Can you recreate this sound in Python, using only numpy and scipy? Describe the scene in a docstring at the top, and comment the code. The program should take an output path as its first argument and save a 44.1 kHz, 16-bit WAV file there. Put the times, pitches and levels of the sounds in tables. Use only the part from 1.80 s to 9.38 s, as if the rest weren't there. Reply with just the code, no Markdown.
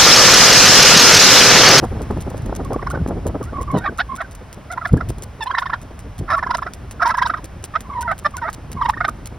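"""Wind pops, car rumble and quick wet footfalls come first; then a wild turkey whines, yelps and gobbles.
It runs close to the open window of a slowly rolling car; each gobble is a fast swoop of one reedy tone.
Pressed notes break an octave down through half-order partials; road and cabin throw the voice back.
Feet and drops are ticks of noise, the car is coloured noise, and each wind pop is a swing and a puff."""
import sys
import numpy as np
from scipy import signal
from scipy.fft import rfft, irfft, next_fast_len
from scipy.io import wavfile
from scipy.ndimage import map_coordinates

SR = 44100
rng = np.random.default_rng(int(sys.argv[2]) if len(sys.argv) > 2 else 0)


def master_out(mix):
    """Clip the mix to full scale and print it as 16-bit PCM to the path in sys.argv[1]."""
    frames = np.transpose(np.atleast_2d(mix))
    ceiling = np.clip(frames, -1, 1)
    pcm = np.round(ceiling * 32767).astype(np.int16)
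    wavfile.write(sys.argv[1], SR, pcm)


N = 334278
TOP_HZ = 16500  # upper limit of the recorded band

# How road and wind rise and fall on the drive.
# Each row: time in seconds, relative level of the rumble in dB, relative level of the wind in dB.
DRIVE_LEVELS = [(0.0, -32, -39.5), (0.69, -32.5, -33), (1.12, -31, -34), (1.39, -32, -35), (1.58, -32, -38),
                (1.98, -34, -35), (2.2, -42, -45.5), (2.47, -44.5, -46.5), (3.04, -42.5, -44),
                (3.27, -31, -38), (3.46, -41, -45.5), (3.78, -45.5, -47.5), (4.22, -38.5, -44),
                (4.54, -40.5, -43), (5.07, -40.5, -43), (5.34, -42, -44), (6.71, -37, -44),
                (7.58, -39.5, -43)]
# Colour of a foot or a drop striking wet asphalt. Each row: frequency in Hz, gain in dB.
WET_STRIKE = [(600, -1.5), (1800, -3.5), (3000, -3), (5000, -4), (7500, 4.5), (10000, -3), (13500, -5),
              (16000, -14)]


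def amp(db):
    """Decibels to gain."""
    return 10 ** (np.asarray(db) / 20)


def unit(x):
    """Scale to rms 1."""
    return x / np.sqrt(np.mean(x ** 2) + 1e-20)


def along(points, hz):
    """Read (Hz, value) points on a log frequency axis."""
    f, v = np.transpose(points)
    return np.interp(np.log(hz + 1), np.log(f), v)


def wobble(rate, size=N):
    """A smooth random curve with this many knots a second."""
    knot_count = int(size * rate / SR) + 4
    knots = np.random.default_rng(rng.integers(2 ** 32)).standard_normal(knot_count)
    return map_coordinates(knots, [np.arange(size) * rate / SR])


def filtered(x, response):
    """Multiply the spectrum of x by a response of frequency."""
    m = next_fast_len(x.shape[-1] + 4096)
    spectrum = rfft(x, m) * response(np.fft.rfftfreq(m, 1 / SR))
    return irfft(spectrum, m)[..., :x.shape[-1]]


def noise(spectrum):
    """Coloured noise of rms 1."""
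    return unit(filtered(rng.standard_normal(N), lambda hz: amp(along(spectrum, hz))))


def add(track, s, sound):
    """Mix a sound in at time s, cut at the ends of the track."""
    start = round(s * SR)
    part = sound[max(-start, 0):max(N - start, 0)]
    track[max(start, 0):][:len(part)] += part


def placed(x, balance_db):
    """Two close microphone ports; the camera body shifts their phase and shades their midrange."""
    # Sound bending round the body. Each row: frequency in Hz, lead of the left port in radians.
    port_phase = [(60, -.03), (300, -.15), (700, -.55), (1500, -.15), (3000, .3), (5200, .35), (6300, 2.2),
                  (7000, 3.05), (7700, 3.25), (10500, 6.3), (11500, 7.15), (12500, 8.7), (14000, 9.6),
                  (16500, 12.3)]
    shading = [(250, 0.082), (600, 0.69), (1400, 0.4), (2800, 0.12)]  # (Hz, share of the balance)

    def port(side):
        def response(hz):
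            level_db = side * balance_db * along(shading, hz) / 2
            return amp(level_db) * np.exp(.5j * side * along(port_phase, hz))
        return filtered(x, response)

    return np.array([port(side) for side in (1, -1)])  # left, right


def car(rumble_db=5.0, flutter_db=-1, wide_hiss_db=-7, wide_flutter_db=-7, wide_rumble_db=-21, bumps_db=2):
    """Road rumble, air fluttering round the window and wet tyre hiss; part of each differs between ports."""
    # Colours of road, window air and wet tyres. Each row: frequency in Hz, gain in dB.
    rumble_colour = [(15, -12), (28, -27), (45, 1), (78, -1), (110, -4), (170, -12), (300, -25.5),
                     (700, -133)]
    flutter_colour = [(60, -36), (130, -5), (230, -1.5), (400, -8.5), (700, -15), (1200, -37), (2500, -76),
                      (6000, -89)]
    tyre_colour = [(200, 4), (600, 22.5), (1100, 20), (2000, 13), (3200, 7), (4300, 1.5), (5800, 2.5),
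                   (6400, 0), (7500, -1), (9300, -3.5), (11500, -7), (13500, -9), (15500, -12.5)]
    # Tyre hiss over the drive. Each row: time in seconds, level in dB.
    hiss_levels = [(0, -40.5), (1.2, -44.5), (2.6, -46), (7.5, -46.5)]
    t = np.arange(N) / SR
    s, *columns = np.transpose(DRIVE_LEVELS)
    road, wind = [amp(np.interp(t, s, c)) for c in columns]
    road = road * amp(bumps_db * wobble(9))
    hiss = amp(np.interp(t, *np.transpose(hiss_levels)) + 0.053 * wobble(11.0))
    flutter = amp(flutter_db) * wind * unit(noise(flutter_colour) * amp(4.3 * wobble(45)))
    shared = amp(rumble_db) * road * noise(rumble_colour) + flutter + hiss * noise(tyre_colour)

    def pair(spectrum):
        return np.array([noise(spectrum), noise(spectrum)])

    wide = amp(wide_hiss_db) * hiss * pair(tyre_colour)
    wide += amp(wide_flutter_db) * wind * pair(flutter_colour)
    wide += amp(wide_rumble_db) * road * pair(rumble_colour)
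    return placed(shared, balance_db=-1.5) + wide


def buffets(steepness=3.1, rise=0.91, puff_db=-3, push_db=3.5, count=60):
    """An eddy hits the microphone as a pressure swing with a low puff; lesser ones come by chance."""
    # The strongest pops. Each row: time in seconds, relative level in dB, length in seconds, corner in Hz.
    strong_pops = [(.04, -13.5, 0.017, 706), (.168, -25, 0.022, 546), (.211, -22, 0.024, 504),
                   (.308, -12.5, 0.0065, 684), (.373, -20, 0.014, 477), (.475, -23.5, 0.014, 590),
                   (.517, -25.5, 0.013, 510), (.728, -17, 0.0042, 820), (.803, -23.5, 0.016, 560),
                   (.922, -18.5, 0.018, 750), (.963, -15, 0.0082, 510), (1.141, -15, 0.0019, 654),
                   (1.159, -19, 0.0053, 610), (1.176, -16.5, 0.0032, 630), (1.216, -14, 0.018, 91),
                   (1.263, -14, 0.0019, 875), (1.31, -18.5, 0.027, 560), (1.375, -21.5, 0.023, 378),
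                   (1.468, -15.5, 0.013, 550), (1.555, -16, 0.013, 676), (1.614, -20, 0.0098, 490),
                   (1.815, -20, 0.01, 313), (1.952, -8.5, 0.016, 380), (1.973, -12.5, 0.011, 430),
                   (2.096, -25, 0.018, 342), (3.138, -5, 0.018, 90), (3.1426, -12.5, 0.005, 400),
                   (3.168, -17, 0.024, 298), (3.305, -17, 0.01, 268), (4.413, -18.5, 0.028, 144),
                   (6.955, -26.5, 0.028, 197)]
    # Lesser eddies: relative level in the strongest wind, dB gained per dB of wind, typical length and corner
    eddy_db, eddy_grows, eddy_s, eddy_hz = -20.5, 1.22, 0.011, 484
    out = np.zeros(N)
    t = np.arange(-SR // 12, SR // 12) / SR
    times, _, wind_db = np.transpose(DRIVE_LEVELS)
    eddies = []
    for k, (when, long, high) in enumerate(rng.random((count, 3))):
        s = (k + when) / count * N / SR
        db = eddy_db + eddy_grows * (np.interp(s, times, wind_db) - wind_db.max())
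        eddies.append((s, db, eddy_s * (.5 + long), eddy_hz * (.5 + high)))
    for s, db, length, corner_hz in list(strong_pops) + eddies:
        shape = np.exp(-(t / (length * np.where(t < 0, rise, 1))) ** 2)

        def colour(hz):
            return hz ** 2 / (hz ** 2 + 65 ** 2) / (1 + (hz / corner_hz) ** steepness)

        puff = unit(filtered(shape * rng.standard_normal(len(t)), colour))
        puff = puff * np.sqrt(np.mean(shape ** 2))
        u = 2 * np.pi * corner_hz * t
        push = -np.tanh(3 * u) * np.exp(-np.abs(u) / 2.2)
        add(out, s + t[0], amp(db) * (amp(puff_db) * puff + amp(push_db) * push))
    # eddies carry little treble, and the microphone drops their deepest bass
    return filtered(out, lambda hz: hz ** 4 / (hz ** 4 + 30 ** 4) / (1 + (hz / 1700) ** 6))


def spray(count=14, drop_db=-43, spread_db=4, t60=0.037):
    """Drops thrown up from the road tick as decaying noise; the small ones come by chance."""
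    # The larger drops. Each row: time in seconds, peak in dB before the wet colour.
    large_drops = [(0.31, -36.5), (0.501, -32.5), (0.578, -35), (0.6602, -33), (0.848, -33.5), (1.915, -35),
                   (2.416, -36), (2.55, -33), (3.1293, -35), (3.1712, -35), (3.3833, -36), (5.372, -30),
                   (6.3158, -33.5), (6.6997, -32)]
    out = np.zeros(N)
    t = np.arange(SR // 50) / SR
    small_drops = [(when * N / SR, drop_db + spread_db * (2 * size - 1))
                   for when, size in rng.random((count, 2))]
    for s, db in list(large_drops) + small_drops:
        add(out, s, amp(db - 60 * t / t60) * rng.standard_normal(len(t)))
    return filtered(out, lambda hz: amp(along(WET_STRIKE, hz)))


def feet(spread=0.019, tick_t60=0.013, splash_s=0.0079, tick_db=2, wet_db=-19, fade_db=200):
    """Toes and claws land one after another as ticks of noise and flick up water."""
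    # Footfalls, five or six a second.
    # Each row: time in seconds, relative level in dB, level of the later toes against the first in dB.
    steps = [(0.0321, -33, -1), (0.2178, -28.5, -9), (0.405, -29.5, -1), (0.56, -45, 1), (0.751, -29.5, 1),
             (0.9316, -26.5, -28), (1.101, -28.5, -1), (1.2753, -30, -5), (1.4669, -25, -6),
             (1.628, -30.5, -6), (1.812, -29.5, -2.5), (1.9726, -30, -0.5), (2.175, -33.5, 4),
             (2.3536, -30, -2), (2.5104, -35.5, 0), (2.7276, -27, -13), (2.916, -27.5, -6),
             (3.072, -31.5, -5), (3.288, -26, -1), (3.422, -24, -3), (3.625, -31.5, 1), (3.7963, -29.5, -6),
             (4.015, -34.5, -5), (4.191, -30.5, -13), (4.3806, -31, -2), (4.568, -39, 2),
             (4.7698, -24.5, -14), (4.935, -22.5, -31), (5.11, -24.5, -10), (5.2775, -23.5, -10),
             (5.4728, -28, -9), (5.6422, -24, -10.5), (5.8398, -18, -15), (6.0058, -24, -29),
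             (6.2088, -24.5, -1), (6.3789, -30, 4.5), (6.5676, -18.5, -23), (6.7291, -25, -0.5),
             (6.9161, -25.5, -1.5), (7.0907, -23, -7), (7.2799, -28.5, 0), (7.4572, -24, -2.5)]
    out = np.zeros(N)
    t = np.arange(-SR // 50, SR // 15) / SR
    order = np.arange(4)[:, None]
    later = order > 0
    for s, db, later_db in steps:
        scatter = rng.uniform(0, 0.806, order.shape) * later
        toes = 0.00056 + spread * (order + scatter) / len(order)  # landing times, s
        age = t - toes
        toe_db = later * (later_db + rng.normal(0, 3, order.shape)) - fade_db * toes  # fade in dB a second
        onset = np.clip(age / .0003, 0, 1)
        ticks = (onset * amp(toe_db - 60 * np.abs(age) / tick_t60)).sum(0)
        splash = np.exp(-((t - .011) / splash_s) ** 2)
        envelope = amp(db) * (amp(tick_db) * ticks + amp(wet_db) * splash)
        add(out, s + t[0], envelope * rng.standard_normal(len(t)))
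    return filtered(out, lambda hz: amp(along(WET_STRIKE, hz)))


def throat(hz):
    """Gain of the throat and beak, with added peaks near 3.2 and 3.8 kHz."""
    # Throat and open beak. Each row: frequency in Hz, gain in dB.
    tract = [(350, -73), (540, -9.5), (720, 4.5), (950, 3.5), (1300, 6), (1800, 5.5), (2100, -2),
             (2500, -12.5), (2900, -22), (4400, -16.5), (5400, -3.5), (6800, -19), (11000, -13),
             (16000, -27)]
    # Broad peaks in the voice's colour. Each row: centre in Hz, width in Hz, added gain in dB.
    colour_peaks = [(1650, 120, 0), (3200, 420, 6), (3760, 540, 10)]
    peaks_db = sum(db / (1 + ((hz - centre) / (width / 2)) ** 2) for centre, width, db in colour_peaks)
    return amp(along(tract, hz) + peaks_db)


def syrinx(pitch, level_db, split, bright_db, jitter, shimmer, rasp_db, slope_db=-14, press_db=6,
           effort=0.43, flicker_db=4, undertone_db=-5, air_hz=3200):
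    """One reedy tone; as it splits, half-order partials rise between its harmonics and it turns rough."""
    size = len(pitch)
    split = np.clip(split, 0, 1)
    rough = .2 + split
    hz = pitch * (1 + jitter * rough * wobble(459.0, size))
    phase = 2 * np.pi * np.cumsum(hz) / SR
    orders = np.arange(1, 25)[:, None] / 2
    # the slope is in dB an octave, and pressing flattens it
    gains = amp((slope_db + press_db * split) * np.log2(np.maximum(orders, 1)))
    gains = gains * np.where(orders % 1, 1.18 * split, 1)
    gains = gains * amp(undertone_db * (orders < 1)) * (orders * hz < TOP_HZ)
    # a harder push closes the membranes more sharply
    brightness = amp(bright_db + effort * (level_db + 26))
    gains = gains * np.where(orders * hz > 2500, brightness, 1)
    gains = gains * amp(flicker_db * np.array([wobble(119.3, size) for _ in orders]))
    partials = gains * np.sin(orders * phase + rng.uniform(0, 2 * np.pi, orders.shape))
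    # even out the loudness that the throat would give the tone
    rms_after_throat = np.sqrt(((gains * throat(orders * hz)) ** 2).sum(0) / 2)
    tone = partials.sum(0) / rms_after_throat
    # air escapes once a cycle
    puffs = rng.standard_normal(size) * (1 + np.cos(phase))
    air = filtered(puffs, lambda f: 1 / (1 + (f / air_hz) ** 2))
    voice = tone * (1 + shimmer * rough * wobble(669.5, size) / 2) + amp(rasp_db) * rough * air
    ends = signal.windows.tukey(size, min(1, 0.0042 * SR / size))
    return filtered(voice * amp(level_db) * ends, throat)


def barks(waver=0.023, attack_s=0.0052, release_s=0.0084, edge_db=14.5, arch_db=1, swell_db=5.5):
    """A pressed note opens fast, curves in pitch, and breaks an octave down while it is loud."""
    # Yelps and hoarse barks. Each row: start in seconds, length in seconds, relative level in dB,
    # first, middle and last pitch in Hz, octave split 0-1, brightness in dB, hoarseness 0-1.
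    calls = [(.848, 0.023, -35.5, 1290, 1100, 990, 0.22, -7, 0.49),
             (1.653, 0.054, -42, 1256, 1380, 1550, .6, -3, 0),
             (1.936, 0.071, -27.5, 1005, 958, 910, 0.34, 15, 0.35),
             (2.004, 0.08, -37.5, 1505, 1596, 1730, 1, 0, 0.43),
             (2.037, 0.024, -25, 1660, 1595, 1570, 1, -6, 0.25),
             (2.051, 0.037, -19.5, 1316, 1254, 1130, 0.51, -3.5, 0.39),
             (2.082, 0.017, -26, 1640, 1560, 1420, .02, 2, .1),
             (2.184, 0.039, -16.5, 1230, 1500, 1674, 0.58, 2.5, 0.64),
             (2.373, 0.068, -32.5, 1324, 1513, 1590, 0.51, -15, 0.42),
             (2.401, 0.027, -21, 1317, 1233, 1130, 0.71, -11, 0.74),
             (2.442, 0.019, -37.5, 1530, 1510, 1470, .1, 0, .1),
             (2.899, 0.049, -28.5, 1194, 1444, 1350, 1, 0, 0.016),
             (3.604, 0.041, -22.5, 1032, 837, 930, 0.051, 24, 0.35),
             (3.656, 0.031, -24, 800, 984, 1030, 0.12, 22, 0.5),
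             (4.478, 0.028, -26, 1586, 1114, 754, 0.49, 0, 0.51),
             (4.498, 0.032, -16, 1187, 1140, 1280, 1, -5, 0.41),
             (4.52, 0.041, -15.5, 1290, 1338, 1130, 0.56, -5, 0.9),
             (4.552, 0.033, -25.5, 1150, 1120, 1010, .04, -3, 0.37),
             (5.195, 0.029, -23.5, 1475, 1140, 745, 0.25, 3, 0.54),
             (5.215, 0.027, -13, 1348, 1378, 1370, 0.74, -4.5, 0.8),
             (5.238, 0.027, -18, 1254, 1110, 895, 0.21, -11, 0.31),
             (5.253, 0.034, -15.5, 953, 937, 1050, 0.64, 6, 0.44),
             (5.28, 0.031, -20.5, 1130, 956, 930, 0.38, 10, 0.43),
             (5.936, 0.022, -26, 1210, 1080, 870, 0.6, 0, 0.13),
             (5.949, 0.026, -15, 1254, 1254, 1580, 0.71, -1.5, 0.69),
             (6.226, 0.017, -30, 1350, 1470, 1530, 0.46, 7, 0),
             (6.241, 0.042, -29, 956, 965, 780, .06, -9, 0.16),
             (6.275, 0.049, -16, 1390, 1324, 1140, 0.64, -10.5, 0.098),
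             (6.308, 0.028, -18.5, 1158, 1508, 1530, 0.79, -7, 0.39),
             (6.446, 0.03, -13, 1133, 1190, 1270, 1, -5, 0.19),
             (6.535, .043, -30.5, 1240, 1013, 1000, .1, 4, 0.4),
             (6.574, 0.027, -31.5, 1430, 1474, 1370, 0.79, -9, 0.26),
             (6.614, 0.034, -23.5, 1110, 930, 920, 0.71, 2, 0.019),
             (6.638, 0.063, -25, 1293, 1367, 1730, 0.9, -10, 0.22),
             (6.678, 0.021, -22, 1366, 1238, 1340, 0.98, -10, 1)]
    # What hoarseness does. Each row: hoarseness 0-1, relative pitch jitter, relative shimmer,
    # flicker of the partials in dB, relative rasp in dB.
    hoarse_voice = [(0, .008, .2, 1.5, -22), (.3, .04, .7, 3.5, -10), (1, .09, .8, 4, -2)]
    hoarseness, *roughness = np.transpose(hoarse_voice)
    out = np.zeros(N)
    for s, length, db, first_hz, middle_hz, last_hz, split, bright_db, hoarse in calls:
        t = np.arange(int(length * SR)) / SR
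        push = np.clip(np.minimum(t / attack_s, (length - t) / release_s), 0, 1)
        arch = 1 - (2 * t / length - 1) ** 2
        tremor = wobble(91.4, len(t))
        bend_hz = middle_hz - (first_hz + last_hz) / 2
        pitch = (np.linspace(first_hz, last_hz, len(t)) + arch * bend_hz) * (1 + waver * tremor)
        # a note that does not split swells more in its middle
        middle_db = arch_db + swell_db * (1 - split) ** 2
        level_db = db - edge_db * (1 - push) + middle_db * (arch - .5)
        jitter, shimmer, flicker_db, rasp_db = [np.interp(hoarse, hoarseness, c) for c in roughness]
        add(out, s, syrinx(pitch, level_db, split * (1 + push) / 2, bright_db, jitter, shimmer, rasp_db,
                           flicker_db=flicker_db))
    return out


def whines(split=0.042, waver=0.024):
    """A nearly pure tone swells, quavers and sags in pitch."""
    # Clear whines. 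Each row: start in seconds, length in seconds, pitch in Hz, relative level in dB,
    # brightness in dB.
    calls = [(0.939, 0.013, 1110, -22.5, -2), (1.609, 0.033, 1210, -29.5, -5), (1.731, 0.11, 1077, -25, -9),
             (1.871, 0.071, 1057, -24.5, -3), (2.287, 0.069, 1047, -23, 5), (6.045, 0.044, 1018, -34.5, 4),
             (6.091, 0.051, 1080, -23.5, -3), (6.128, 0.11, 981, -20, 11), (6.963, 0.042, 1017, -21.5, 9)]
    quaver_hz, quaver_db, quaver_bend = 42.3, 3.5, 0.049  # the throat pulses in level and pitch
    sag, arch_db = 0.086, 9.5  # share of pitch lost over a whine; how much its middle swells
    out = np.zeros(N)
    for s, length, hz, db, bright_db in calls:
        t = np.arange(int(length * SR)) / SR
        from_middle = t / length - .5
        quaver = -np.cos(2 * np.pi * quaver_hz * t)
        pitch = hz * (1 - sag * from_middle + quaver_bend * quaver + waver * wobble(88.5, len(t)))
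        level_db = db - arch_db * (2 * from_middle) ** 2 + quaver_db * (quaver - 1)
        add(out, s, syrinx(pitch, level_db, split, bright_db, jitter=.04, shimmer=1.1, rasp_db=-11,
                           slope_db=-17))
    return out


def gobbles(waver=0.027, burst_db=-6.5):
    """Each note sinks in pitch as it leads in, bursts, jumps up a register and fades over its crest."""
    # Gobble notes. Each row: time of the burst in seconds, relative level in dB, dip pitch in Hz,
    # crest pitch in Hz, lead-in level in dB, tail level in dB, octave split 0-1, brightness in dB.
    notes = [(.996, -21, 1046, 1110, -41, -45, 0, -8), (1.03, -23, 1042, 1290, -32, -38, 0.6, -2.5),
             (1.072, -13, 1002, 1510, -42, -31, 0.43, -1), (1.108, -20, 1133, 1440, -53, -27, 0.2, 5),
             (1.149, -20, 1283, 1505, -52, -26.5, 0.5, -2), (1.185, -40, 1235, 1500, -50.5, -39, 0.3, -3),
             (2.981, -12.5, 917, 1026, -35, -31, 0.8, -5), (3.019, -20, 1286, 1264, -48, -28.5, 0.8, -6),
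             (3.057, -9.5, 1166, 1480, -23.5, -25, 0.87, -2.5),
             (3.095, -24.5, 1360, 1460, -52, -42, 0.8, 0), (3.171, -33, 1184, 1640, -48, -33.5, 0.5, -3),
             (3.211, -14.5, 1173, 1320, -51, -29, 1, -2), (3.708, -10.5, 984, 1576, -23, -19.5, 0.24, 6),
             (3.745, -13, 1010, 1960, -31, -16, 0.34, 0), (3.786, -6, 968, 1745, -17.5, -23.5, 0.7, 9),
             (3.825, -11.5, 975, 1500, -31, -24.5, 0.54, 7),
             (3.863, -12, 1020, 1840, -41.5, -26.5, 0.4, 13), (3.902, -12.5, 1080, 1660, -42, -32, 0.32, 8),
             (3.939, -6.5, 898, 1570, -22, -22.5, 0.7, 6.5), (4.589, -12.5, 1135, 1206, -17, -24, 1, -3),
             (4.632, -10, 1073, 1670, -34, -20.5, 0.85, -8), (4.671, -11.5, 1034, 1660, -38, -29, 0.26, 3),
             (4.711, -5, 974, 1454, -19, -23.5, 0.42, 9), (4.75, -7, 970, 1400, -19.5, -30, 0.5, 11),
             (4.789, -14, 1067, 1630, -53, -42, 0.7, 1), (4.827, -11, 1050, 1780, -45, -30, 0.5, 1),
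             (4.869, -17, 1304, 1470, -37, -23.5, 0.84, -1), (5.311, -4.5, 1028, 1350, -16, -20, 0.68, 4.5),
             (5.347, -9.5, 1007, 1640, -32, -22, 0.35, 1), (5.386, -6, 990, 1815, -21.5, -17.5, 0.54, 2),
             (5.425, -1.5, 1010, 1627, -17.5, -17.5, 0.43, 7), (5.465, -9, 977, 1527, -17.5, -21, 0.4, 10),
             (5.502, -6, 1252, 1505, -30, -23, 0.72, -1), (5.543, -7.5, 1206, 1560, -33, -23, 0.66, -9),
             (5.579, -25, 1166, 1067, -28.5, -32, 0.9, 11), (7.019, -5.5, 985, 1078, -26, -14, 0.18, 5.5),
             (7.061, -7, 950, 1144, -18.5, -21, 0.3, 7), (7.098, -1.5, 927, 1083, -15, -32, 0.24, 8),
             (7.133, -24, 1140, 1860, -51, -27, 0.33, -2), (7.172, -19.5, 1100, 1890, -54, -28, 0.1, 2),
             (7.211, -4, 1270, 1530, -49, -20, 0.84, -14), (7.25, -6.5, 1297, 1530, -28, -22.5, 0.95, -1),
             (7.288, -8.5, 1202, 1450, -31, -29, 0.43, 2)]
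    out = np.zeros(N)
    t = np.arange(-.02 * SR, .026 * SR) / SR
    pitch_s = [-0.03, -.011, -0.008, 0, .003, .0062, 0.0121, 0.0244]
    level_s = [-0.015, -0.0065, -0.0058, -0.00019, 0.00073, 0.0045, 0.0079, 0.021]
    # only the hard-pressed heart of a note splits fully
    pressed = np.interp(t, [-0.012, -0.0025, 0.0051, 0.0116], [0.15, 0.89, 0.97, 0.35])
    for s, db, dip, crest, lead_db, tail_db, split, bright_db in notes:
        pitch = np.interp(t, pitch_s, [1.3 * dip, 1.02 * dip, .92 * dip, 1.051 * dip,
                                       1.206 * min(dip, crest), crest, crest, 0.797 * crest])
        pitch = pitch * (1 + waver * wobble(118.7, len(t)))
        peak_db = db + burst_db
        level_db = np.interp(t, level_s, [lead_db - 9.0, lead_db, max(lead_db, peak_db - 5.5), peak_db,
                                          peak_db, max(tail_db, peak_db - 8), tail_db, tail_db - 17.0])
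        note = syrinx(pitch, level_db, split * pressed, bright_db, jitter=.048, shimmer=.75, rasp_db=-9)
        add(out, s + t[0], note)
    return out


def treble(voice):
    """The two upper bands of the voice each follow their own level."""
    # The treble changes from call to call.
    # Each row: time in seconds, level of 2.6-4.6 kHz in dB, level above 4.6 kHz in dB.
    band_levels = [(1.1, 1, 6), (2.0, 3, -11), (2.2, 9.5, -8.5), (3.05, 3, -2), (3.75, 1, -7),
                   (4.6, 2, 0.5), (5.25, -1, 1.5), (5.45, 2.5, 0), (6.2, 2, -10), (6.46, 1.5, -5),
                   (7.1, 0.5, -1.5), (7.25, 4, -7)]
    s, *columns = np.transpose(band_levels)
    lower, upper = [amp(np.interp(np.arange(N) / SR, s, c)) for c in columns]

    def above(edge):
        return filtered(voice, lambda hz: 1 - 1 / (1 + (hz / edge) ** 16))

    return voice + (lower - 1) * above(2600) + (upper - lower) * above(4600)


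def road_bounce(voice, bounce_db=-6.5):
    """A delayed copy from the wet asphalt: it combs the spectrum and beats against each swoop."""
    # The path by way of the road, longer on the whole as the bird comes closer.
    # Each row: time in seconds, delay in milliseconds.
    path_delay = [(2.3, 2.69), (3.03, 2.995), (3.8, 2.82), (4.55, 2.855), (4.72, 2.96), (5.3, 3.045),
                  (6.3, 3.31), (6.46, 3.57), (6.66, 3.225), (7.06, 3.215), (7.2, 3.28)]
    n = np.arange(N)
    delay_s = np.interp(n / SR, *np.transpose(path_delay)) / 1000
    return amp(bounce_db) * map_coordinates(voice, [n - delay_s * SR])


def cabin(x, t60):
    """The car's interior answers briefly through the window, as decaying noise unlike at each port."""
    t = np.arange(SR // 6) / SR
    tail = rng.standard_normal((2, len(t))) * amp(-60 * t / t60) * (t > .002)
    return signal.fftconvolve(x[None], tail / np.linalg.norm(tail[0]), axes=1)[:, :N]


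def scene():
    """The bird runs a little to the right, close to the window; feet, drops and wind sit near the centre."""
    background = car()
    centred = placed(feet() + spray() + buffets(), balance_db=-.2)
    voice = amp(-1.8) * treble(gobbles() + whines() + barks())
    echo = amp(-12.5) * cabin(voice, t60=.05)
    return placed(voice + road_bounce(voice), balance_db=-8.5) + echo + centred + background


def record(dry):
    """Nothing passes above the band limit."""
    return filtered(dry, lambda hz: hz < TOP_HZ)


dry = scene()
out = record(dry)
master_out(out)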